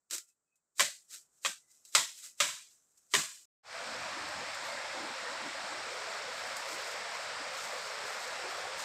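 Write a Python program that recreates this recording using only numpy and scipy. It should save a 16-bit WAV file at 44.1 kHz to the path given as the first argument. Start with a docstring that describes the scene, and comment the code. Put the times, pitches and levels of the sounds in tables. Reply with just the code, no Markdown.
"""Leaves rustle and twigs snap as stems are pulled in a dense bamboo thicket. Five chops follow:
each swing sweeps the leaves, the blade bites and splits a stem, wall and cavity ring, the thicket
echoes. A noise suppressor thins the tails. After a short silence the scene changes: a stream rushes
steadily across a wooded valley, its bubbles blurred by distance, with a few low gurgles.
Air and handling buffet the moving microphone; undergrowth brushes softly past it."""
import sys
import numpy as np
from scipy import signal
from scipy.fft import rfft, irfft
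from scipy.io import wavfile
from scipy.ndimage import uniform_filter1d, map_coordinates

SR = 44100
rng = np.random.default_rng(int(sys.argv[2]) if len(sys.argv) > 2 else 0)


def generate_wav(signal):
    """Clip the signal to [-1, 1] and save it as 16-bit WAV at the path in sys.argv[1]."""
    frames = np.transpose(np.atleast_2d(signal))
    scaled = np.clip(frames, -1, 1) * 32767
    pcm = np.round(scaled).astype(np.int16)
    wavfile.write(sys.argv[1], SR, pcm)


N = 389844
T = np.arange(N) / SR
THICKET_END_S, VALLEY_START_S, VALLEY_FADE_S = 3.455, 3.629, 0.066

# noise spectra: f/Hz, relative density/dB
AIR_SPECTRUM = [(25, -7.5), (150, 2.5), (600, 1), (1000, -1), (1400, 0.5), (2800, -18.5), (5500, -9.5),
                (7500, -1), (15000, -12)]
LEAF_SPECTRUM = [(60, -32.5), (300, -19), (600, -15), (850, -24.5), (1300, -10.5), (2400, -11.5),
                 (3200, -10.5), (5500, -5.5), (8000, -3.5), (15000, -4)]
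CRACK_SPECTRUM = [(40, -45.5), (130, -30.5), (300, -27), (550, -13), (800, -16.5), (1100, 1), (2200, 1),
                  (4000, 2.5), (6000, -1), (9000, 0.5), (15000, -5.5)]
ECHO_SPECTRUM = [(30, -33), (80, -21.5), (180, -14), (350, -16.5), (600, -2.5), (820, -6.5), (1050, 1.5),
                 (2000, -0.5), (4000, -1.5), (6000, -3), (8000, -2.5), (15000, -7.5)]
STREAM_SPECTRUM = [(60, -34.5), (120, -18.5), (220, -17), (330, -5), (550, 3.5), (760, 0.5), (1300, 2),
                   (2200, -1), (3000, -8), (4100, -7), (5400, -7.5), (6100, -15), (8500, -14.5),
                   (15000, -27.5)]
BUFFET_SPECTRUM = [(25, -19), (45, -15), (80, 2.5), (130, 0), (250, -3.5), (500, -7.5), (2000, -57)]
UNDERGROWTH_SPECTRUM = [(200, -50), (2000, -5), (5000, 0.5), (8000, -0.5), (11000, -1), (15000, -0.5)]

# breaking twigs and fibres: t/s, level/dB, t60/s
TWIG_SNAPS = [(.1, -49.5, .15), (0.1095, -31, 0.06), (0.147, -29.5, 0.032), (.181, -33, 0.036),
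              (.556, -69.5, .14), (.7545, -66, 0.22), (0.7824, -39.5, 0.17), (1.746, -61, .08),
              (1.851, -48.5, 0.09), (1.925, -51, 0.11), (2.975, -58, .12), (4.006, -52, .06),
              (4.287, -51, .06), (4.546, -43, .05), (6.567, -35, 0.049), (8.275, -44, .04),
              (8.5687, -46, 0.044)]
# leafy stems pulled and springing back: crest t/s, level/dB, rise/s, t60/s
STEM_PULLS = [(.14, -31.5, 0.019, 0.2), (.29, -63.5, 0.018, 0.17), (1.14, -42.5, 0.033, 0.26),
              (1.38, -66, 0.034, .5), (1.72, -60.5, 0.034, 0.92), (1.89, -55.5, 0.028, .3),
              (2.19, -50, 0.049, .4), (2.252, -42, 0.026, 0.26), (2.74, -66, 0.068, 0.71),
              (3.35, -53, .05, .5)]
# modes of neighbouring canes: f/Hz, width/Hz, gain/dB
CANE_MODES = [(338, 40, 9), (600, 26, 1.5), (986, 14, 3.5), (1390, 11, 2), (1980, 7.5, 2.5),
              (2530, 29, 3.5), (3100, 9.5, 1.5), (3960, 100, 0)]
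# noise suppressor threshold: f/Hz, level per bin/dB
SUPPRESSOR_THRESHOLD = [(60, -80), (300, -75), (900, -77), (2000, -84), (4500, -88), (6500, -106),
                        (15000, -115)]
# faint thin rings of nearby canes: crest t/s, level/dB, f/Hz, half-length/s
CANE_RINGS = [(.3, -87, 2580, 0.024), (.53, -89, 2550, 0.05), (1.68, -82.5, 2016, 0.078)]
# blade blows: t/s, bite/dB, split delay/s, split/dB, relative crack/dB, wall pitch ratio,
# cavity f/Hz, relative cavity/dB, thud/dB, echo/dB, echo base t60/s
BLOWS = [(0.7957, -21.5, 0.0099, -18, 1.5, 0.96, 425, -18.5, -50.5, -23.5, 0.31),
         (1.449, -25, .0110, -26.5, -3.5, 1.05, 550, -12, -53, -29.5, 0.26),
         (1.9500, -22, 0.0031, -24.5, 7, 1.16, 574, -10, -51.5, -23, 0.36),
         (2.4030, -25, .0040, -28, 4, 1.18, 578, -5, -63, -27.5, 0.49),
         (3.1380, -22, 0.013, -22, -0.5, 0.96, 405, -8, -39, -26, 0.45)]
# bamboo wall modes at pitch ratio 1: f/Hz, width/Hz, relative peak/dB
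WALL_MODES = [(1067, 68, -3), (1200, 68, -14.5), (1780, 79, -6.5), (1980, 160, -3.5), (2380, 110, -6.5),
              (3120, 150, -3.5), (3380, 170, -9.5), (7300, 550, -11)]
# echo decay by pitch: f/Hz, t60 ratio
ECHO_T60_RATIO = [(100, 1.3), (600, 0.7), (1500, .8), (4000, 1), (8000, 1.093), (15000, 1.1)]

# notch where the ground reflection cancels the stream: t/s, f/Hz
GROUND_NOTCH = [(3.7, 336), (4.15, 424), (4.75, 370), (5.05, 335), (5.6, 428), (5.9, 260), (6.15, 272),
                (6.5, 377), (6.8, 260), (7.1, 342), (7.7, 340), (8.0, 265), (8.22, 353), (8.48, 229),
                (8.68, 250), (8.84, 332)]
# air and handling on the microphone: t/s, level/dB
BUFFET_LEVEL = [(3.65, -73), (4.0, -61.5), (4.45, -65), (4.9, -68), (5.3, -71.5), (5.8, -71.5),
                (8.5, -70.5), (8.84, -65)]
# smaller air pockets in the stream: t/s, level/dB
BURBLE_LEVEL = [(3.8, -74), (4.2, -63), (5.4, -60), (5.9, -69), (8.84, -72.5)]
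# large air pockets: crest t/s, level/dB, f/Hz, half-length/s
LOW_GURGLES = [(3.914, -56, 250, 0.084), (4.199, -54, 317, 0.1), (4.4, -57.5, 170, 0.082),
               (4.754, -61, 248, 0.062), (5.038, -50.5, 304, 0.11), (5.461, -50, 316, 0.072),
               (5.76, -55.5, 316, 0.078), (6.736, -56.5, 318, 0.063), (7.41, -57, 298, 0.057),
               (8.47, -53.5, 363, 0.067)]
# undergrowth passing the microphone: crest t/s, level/dB, rise/s, t60/s
BRUSH_STROKES = [(4.3, -52, 0.025, .3), (4.67, -51, .04, .4), (6.4, -52, .1, 2.2), (6.585, -46, .02, .35),
                 (6.72, -43.5, 0.053, 0.61), (6.92, -49.5, 0.13, 0.31), (7.6, -48, 0.088, 2.5),
                 (8.09, -49.5, 0.031, 1.4), (8.26, -50.5, 0.11, 0.82), (8.58, -51.5, 0.11, 0.73),
                 (8.81, -40, 0.031, .2)]
# microphone response, port resonance near 8 kHz: f/Hz, gain/dB
MIC_RESPONSE = [(1000, -0.5), (6200, 2), (7600, 5), (8600, 1.5), (9250, -9.5), (9900, -6.5), (11400, -10),
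                (13100, -7), (13800, -16), (15600, -16.5)]


def from_db(db):
    return 10 ** (np.asarray(db) / 20)


def unit_rms(x):
    return x / np.sqrt(np.mean(x ** 2) + 1e-20)


def at_time(curve, t_s=T):
    return np.interp(t_s, *np.transpose(curve))


def at_hz(curve, hz):
    """Interpolate on a log-frequency axis."""
    knots_hz, values = np.transpose(curve)
    return np.interp(np.log(np.maximum(hz, 1)), np.log(knots_hz), values)


def add(out, start_s, sound):
    i = max(round(start_s * SR), 0)
    out[i:i + len(sound)] += sound[:N - i]


def coloured(x, spectrum):
    """Minimum-phase filter via the folded cepstrum."""
    size = 8192
    gain = from_db(at_hz(spectrum, np.fft.rfftfreq(size, 1 / SR)))
    cepstrum = irfft(np.log(gain))
    cepstrum[1:size // 2] *= 2
    cepstrum[size // 2 + 1:] = 0
    return signal.oaconvolve(x, irfft(np.exp(rfft(cepstrum))))[:len(x)]


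def resonance(x, hz, width_hz):
    """Two-pole resonator, unity peak gain."""
    r = np.exp(-np.pi * width_hz / SR)
    feedback = [1, -2 * r * np.cos(2 * np.pi * hz / SR), r * r]
    return signal.lfilter(np.array([1, 0, -1]) * (1 - r * r) / 2, feedback, x + 1e-18)


def noise(spectrum, size=N):
    return unit_rms(coloured(rng.standard_normal(size), spectrum))


def narrow_noise(hz, width_hz, size=N):
    return resonance(resonance(rng.standard_normal(size), hz, width_hz), hz, width_hz)


def drift(per_s):
    """Random wander, rms 1."""
    knots = rng.standard_normal(4000)
    return unit_rms(np.interp(T * per_s, np.arange(len(knots)), knots))


def clicks(per_s, spread_db):
    """Random impulses of uneven size."""
    sizes = from_db(spread_db * np.minimum(rng.exponential(1, N), 4))
    return sizes * rng.choice([-1, 1], N) * (rng.random(N) < per_s / SR)


def decay(t, t60_s):
    return (t >= 0) * np.exp(-np.log(1000) * np.maximum(t, 0) / t60_s)


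def strokes(rows):
    """Envelope of swells: Gaussian rise, exponential fall, powers summed."""
    power = 0
    for crest_s, db, rise_s, t60_s in rows:
        rise = np.exp(-(np.minimum(T - crest_s, 0) / rise_s) ** 2)
        fall = decay(np.maximum(T - crest_s, 0), t60_s)
        power += (from_db(db) * rise * fall) ** 2
    return np.sqrt(power)


def forest_air():
    """Faint hiss, rising around the first blow."""
    return noise(AIR_SPECTRUM) * from_db(np.interp(T, [0.7, 1.2], [-89, -80]))


def snaps():
    """Small dry breaks with short scattered tails."""
    out, t = np.zeros(N), np.arange(SR // 2) / SR
    for start_s, db, t60_s in TWIG_SNAPS:
        add(out, start_s, from_db(db) * noise(LEAF_SPECTRUM, len(t)) * decay(t, t60_s))
    return out


def foliage(spectrum, ticks_per_s, hiss_db):
    """Leaves tick together in clumps over a sliding hiss."""
    ticks = unit_rms(clicks(ticks_per_s * from_db(3.7 * drift(per_s=60)), spread_db=2))
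    hiss = from_db(hiss_db) * rng.standard_normal(N)
    return unit_rms(coloured(ticks + hiss, spectrum))


def rustle(swing_re_bite_db=-21.5, swing_rise_s=0.022, swing_t60_s=0.2):
    """Leaves sound at each pull and swing, and stir faintly between blows."""
    swings = [(s, bite_db + swing_re_bite_db, swing_rise_s, swing_t60_s) for s, bite_db, *_ in BLOWS]
    chopping = (T > BLOWS[0][0]) & (T < BLOWS[-1][0])
    stir_db = np.where(chopping, -74, -95) + 4.5 * drift(per_s=8.3)
    envelope = np.hypot(strokes(list(STEM_PULLS) + swings), from_db(stir_db))
    return envelope * foliage(LEAF_SPECTRUM, ticks_per_s=2800, hiss_db=-2)


def shaken_canes(shake):
    """Neighbouring canes ring on when shaken."""
    return sum(from_db(db) * resonance(shake, hz, width_hz) for hz, width_hz, db in CANE_MODES)


def suppressor(x, floor_db):
    """Weak bins are turned down, so tails break into thin rings."""
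    hz, _, bins = signal.stft(x, SR, nperseg=512)
    power = uniform_filter1d(abs(bins) ** 2, 5, axis=1)
    threshold = from_db(at_hz(SUPPRESSOR_THRESHOLD, hz))[:, None] ** 2
    excess = (power / threshold) ** 2
    gain = np.maximum(excess / (1 + excess), from_db(floor_db))
    return signal.istft(bins * gain, SR, nperseg=512)[1][:N]


def whistles(width_hz):
    """Thin, unsteady tones swell and fade."""
    out = np.zeros(N)
    for crest_s, db, hz, half_s in CANE_RINGS:
        envelope = np.exp(-((T - crest_s) / half_s) ** 2)
        out += from_db(db) * unit_rms(narrow_noise(hz, width_hz)) * envelope
    return out


def blade_contact(t, pitch_ratio, crack_db, crack_t60_s, wall_db):
    """Fibres tear in a burst; impact and tearing ring the stem wall."""
    tearing = decay(t, crack_t60_s)
    crack = noise(CRACK_SPECTRUM, len(t)) * tearing
    force = (t == 0) + 0.063 * rng.standard_normal(len(t)) * tearing
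    wall = 0
    for hz, width_hz, db in WALL_MODES:
        ring = resonance(force, hz * pitch_ratio, width_hz) * rng.choice([-1, 1])
        wall += from_db(db) * ring / np.max(abs(ring))
    return from_db(crack_db) * crack + from_db(wall_db) * wall


def thicket_echo(t, t60_s, build_s, ripple_db=4, ripple_step_hz=110):
    """Stems scatter a blow, favouring some pitches; each octave decays at its own rate."""
    hz = np.fft.rfftfreq(len(t), 1 / SR)
    knots = rng.standard_normal(1000)
    ripple = np.interp(hz / ripple_step_hz, np.arange(len(knots)), knots) / (1 + (hz / 4000) ** 2)
    scatter = rfft(noise(ECHO_SPECTRUM, len(t))) * unit_rms(from_db(ripple_db * ripple))
    octave = np.log2(np.clip(hz, 125, 16000))
    tail = 0
    for centre in range(6, 15):
        band = irfft(scatter * np.maximum(1 - abs(octave - centre), 0), len(t))
        tail += band * decay(t, t60_s * at_hz(ECHO_T60_RATIO, 2 ** centre))
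    return tail * (1 - np.exp(-t / build_s))


def chops():
    """Blade bites, stem splits, cavity knocks, cane thuds, thicket echoes."""
    out, t = np.zeros(N), np.arange(SR) / SR
    thud_band = signal.butter(3, [130, 330], "band", fs=SR, output="sos")
    for (start_s, bite_db, split_delay_s, split_db, crack_db, pitch_ratio,
         cavity_hz, cavity_db, thud_db, echo_db, echo_t60_s) in BLOWS:
        bite = blade_contact(t, pitch_ratio, crack_db - 2.5, crack_t60_s=0.078, wall_db=0)
        add(out, start_s, from_db(bite_db) * bite)
        split = blade_contact(t, pitch_ratio, crack_db, crack_t60_s=0.016, wall_db=1.5)
        add(out, start_s + split_delay_s, from_db(split_db) * split)
        knock = np.sin(2 * np.pi * cavity_hz * t) * decay(t, t60_s=0.11) * (1 - np.exp(-t / 0.0024))
        add(out, start_s, from_db(bite_db + cavity_db - 1) * knock)
        thud = unit_rms(signal.sosfilt(thud_band, rng.standard_normal(len(t))))
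        thud *= decay(t, t60_s=0.18) * (1 - np.exp(-t / 0.008))
        add(out, start_s + 0.018, from_db(thud_db) * thud)
        rattle = from_db(drift(per_s=250)[:len(t)])  # single stems stand out
        add(out, start_s, from_db(echo_db) * thicket_echo(t, echo_t60_s, build_s=0.0045) * rattle)
    return out


def bubble_cloud(per_s, t60_cycles, pitches=24):
    """Many briefly ringing bubbles; equal power per Hz."""
    out = np.zeros(N)
    births = clicks(per_s, spread_db=2.5)
    pitch_index = rng.integers(0, pitches, N)
    for k, hz in enumerate(np.geomspace(300, 6000, pitches)):
        r = from_db(-60 * hz / (t60_cycles * SR))
        feedback = [1, -2 * r * np.cos(2 * np.pi * hz / SR), r * r]
        rings = signal.lfilter([1, 0, -1], feedback, births * (pitch_index == k) + 1e-18)
        out += np.sqrt(hz) * unit_rms(rings)
    return unit_rms(out)


def over_ground(x, notch_db, width_octaves, eddy_db):
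    """Ground reflection cuts a moving notch; eddies make nearby pitches swell and fade."""
    hz, frame_s, bins = signal.stft(x, SR, nperseg=2048)
    octave = np.log2(np.maximum(hz, 1))[:, None]
    offset = (octave - np.log2(at_time(GROUND_NOTCH, frame_s))) / width_octaves
    grid = np.broadcast_arrays(4 * octave, 15 * frame_s)  # 4 cells/octave, 15 cells/s
    eddies = map_coordinates(rng.standard_normal((64, len(frame_s))), grid, order=3)
    gain_db = notch_db * np.exp(-offset ** 2) + eddy_db * eddies / np.sqrt(1 + hz[:, None] / 1000)
    return signal.istft(bins * from_db(gain_db), SR, nperseg=2048)[1][:N]


def plops(per_s, t60_cycles, glide, low_hz, high_hz):
    """Single larger bubbles, rising in pitch as they decay."""
    out, t = np.zeros(N), np.arange(SR // 10) / SR
    for when, pitch, strength in rng.random((3000, 3))[:int(per_s * N / SR)]:
        hz = low_hz * (high_hz / low_hz) ** pitch
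        t60_s = t60_cycles / hz
        chirp = np.sin(2 * np.pi * hz * t * (1 + glide * t / t60_s))
        envelope = decay(t, t60_s) * (1 - np.exp(-t / 0.0011))
        add(out, when * N / SR, (0.18 + strength) * chirp * envelope)
    return unit_rms(out)


def stream(level_db=-40.5, waver_db=0.07, swell_s=0.096):
    """Distance blurs most bubbling into an even rush; it swells in, then holds."""
    swell = 1 - np.exp(-(np.maximum(T - VALLEY_START_S, 0) / swell_s) ** 1.42)
    envelope = from_db(level_db + waver_db * drift(per_s=7)) * swell
    water = rng.standard_normal(N) + from_db(-10.5) * bubble_cloud(per_s=4000, t60_cycles=12.8)
    rush = over_ground(coloured(water, STREAM_SPECTRUM), notch_db=-15, width_octaves=0.38, eddy_db=1.5)
    bubbles = plops(per_s=110, t60_cycles=99, glide=0.079, low_hz=480, high_hz=2600)
    return envelope * unit_rms(unit_rms(rush) + from_db(-9) * bubbles)


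def buffet():
    """Lumpy low noise of air and handling on the microphone."""
    return from_db(at_time(BUFFET_LEVEL) + 2.5 * drift(per_s=18)) * noise(BUFFET_SPECTRUM)


def burble():
    """A loose run of low bubbles."""
    bubbles = plops(per_s=45, t60_cycles=24, glide=0.084, low_hz=202, high_hz=390)
    return from_db(at_time(BURBLE_LEVEL)) * bubbles


def gurgles(width_hz):
    """Large air pockets churn briefly at low pitch."""
    out = np.zeros(N)
    for crest_s, db, hz, half_s in LOW_GURGLES:
        swell = signal.windows.hann(int(2 * half_s * SR))
        churn = narrow_noise(hz, width_hz, SR // 2)[-len(swell):]
        add(out, crest_s - half_s, from_db(db) * unit_rms(churn * swell) * np.std(swell) * 2)
    return out


def brush():
    """Undergrowth slides past the microphone: strokes over faint, wavering grazing."""
    grazing_db = -66 + 6.5 * drift(per_s=9.1)
    envelope = np.hypot(strokes(BRUSH_STROKES), from_db(grazing_db))
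    return envelope * foliage(UNDERGROWTH_SPECTRUM, ticks_per_s=820, hiss_db=-6.5)


def scene():
    """Thicket, short silence, valley; twigs snap in both."""
    air, blows, twigs, leaves = forest_air(), chops(), snaps(), rustle()
    canes = shaken_canes(from_db(-14) * blows + from_db(-2) * (leaves + twigs))
    thicket = suppressor(blows + twigs + leaves + canes, floor_db=-7.5) + whistles(width_hz=65) + air
    valley = gurgles(width_hz=98) + burble() + buffet() + brush() + twigs
    fade_in = np.clip((T - VALLEY_START_S) / VALLEY_FADE_S, 0, 1)
    return (thicket * (T < THICKET_END_S) + stream() + valley * fade_in)[None]


def record(dry, cutoff_hz=15580):
    """Microphone response, then a steep low-pass."""
    low_pass = signal.ellip(12, 0.1, 70, cutoff_hz, fs=SR, output="sos")
    return signal.sosfilt(low_pass, coloured(dry[0], MIC_RESPONSE))[None]


dry = scene()
out = record(dry)
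generate_wav(out)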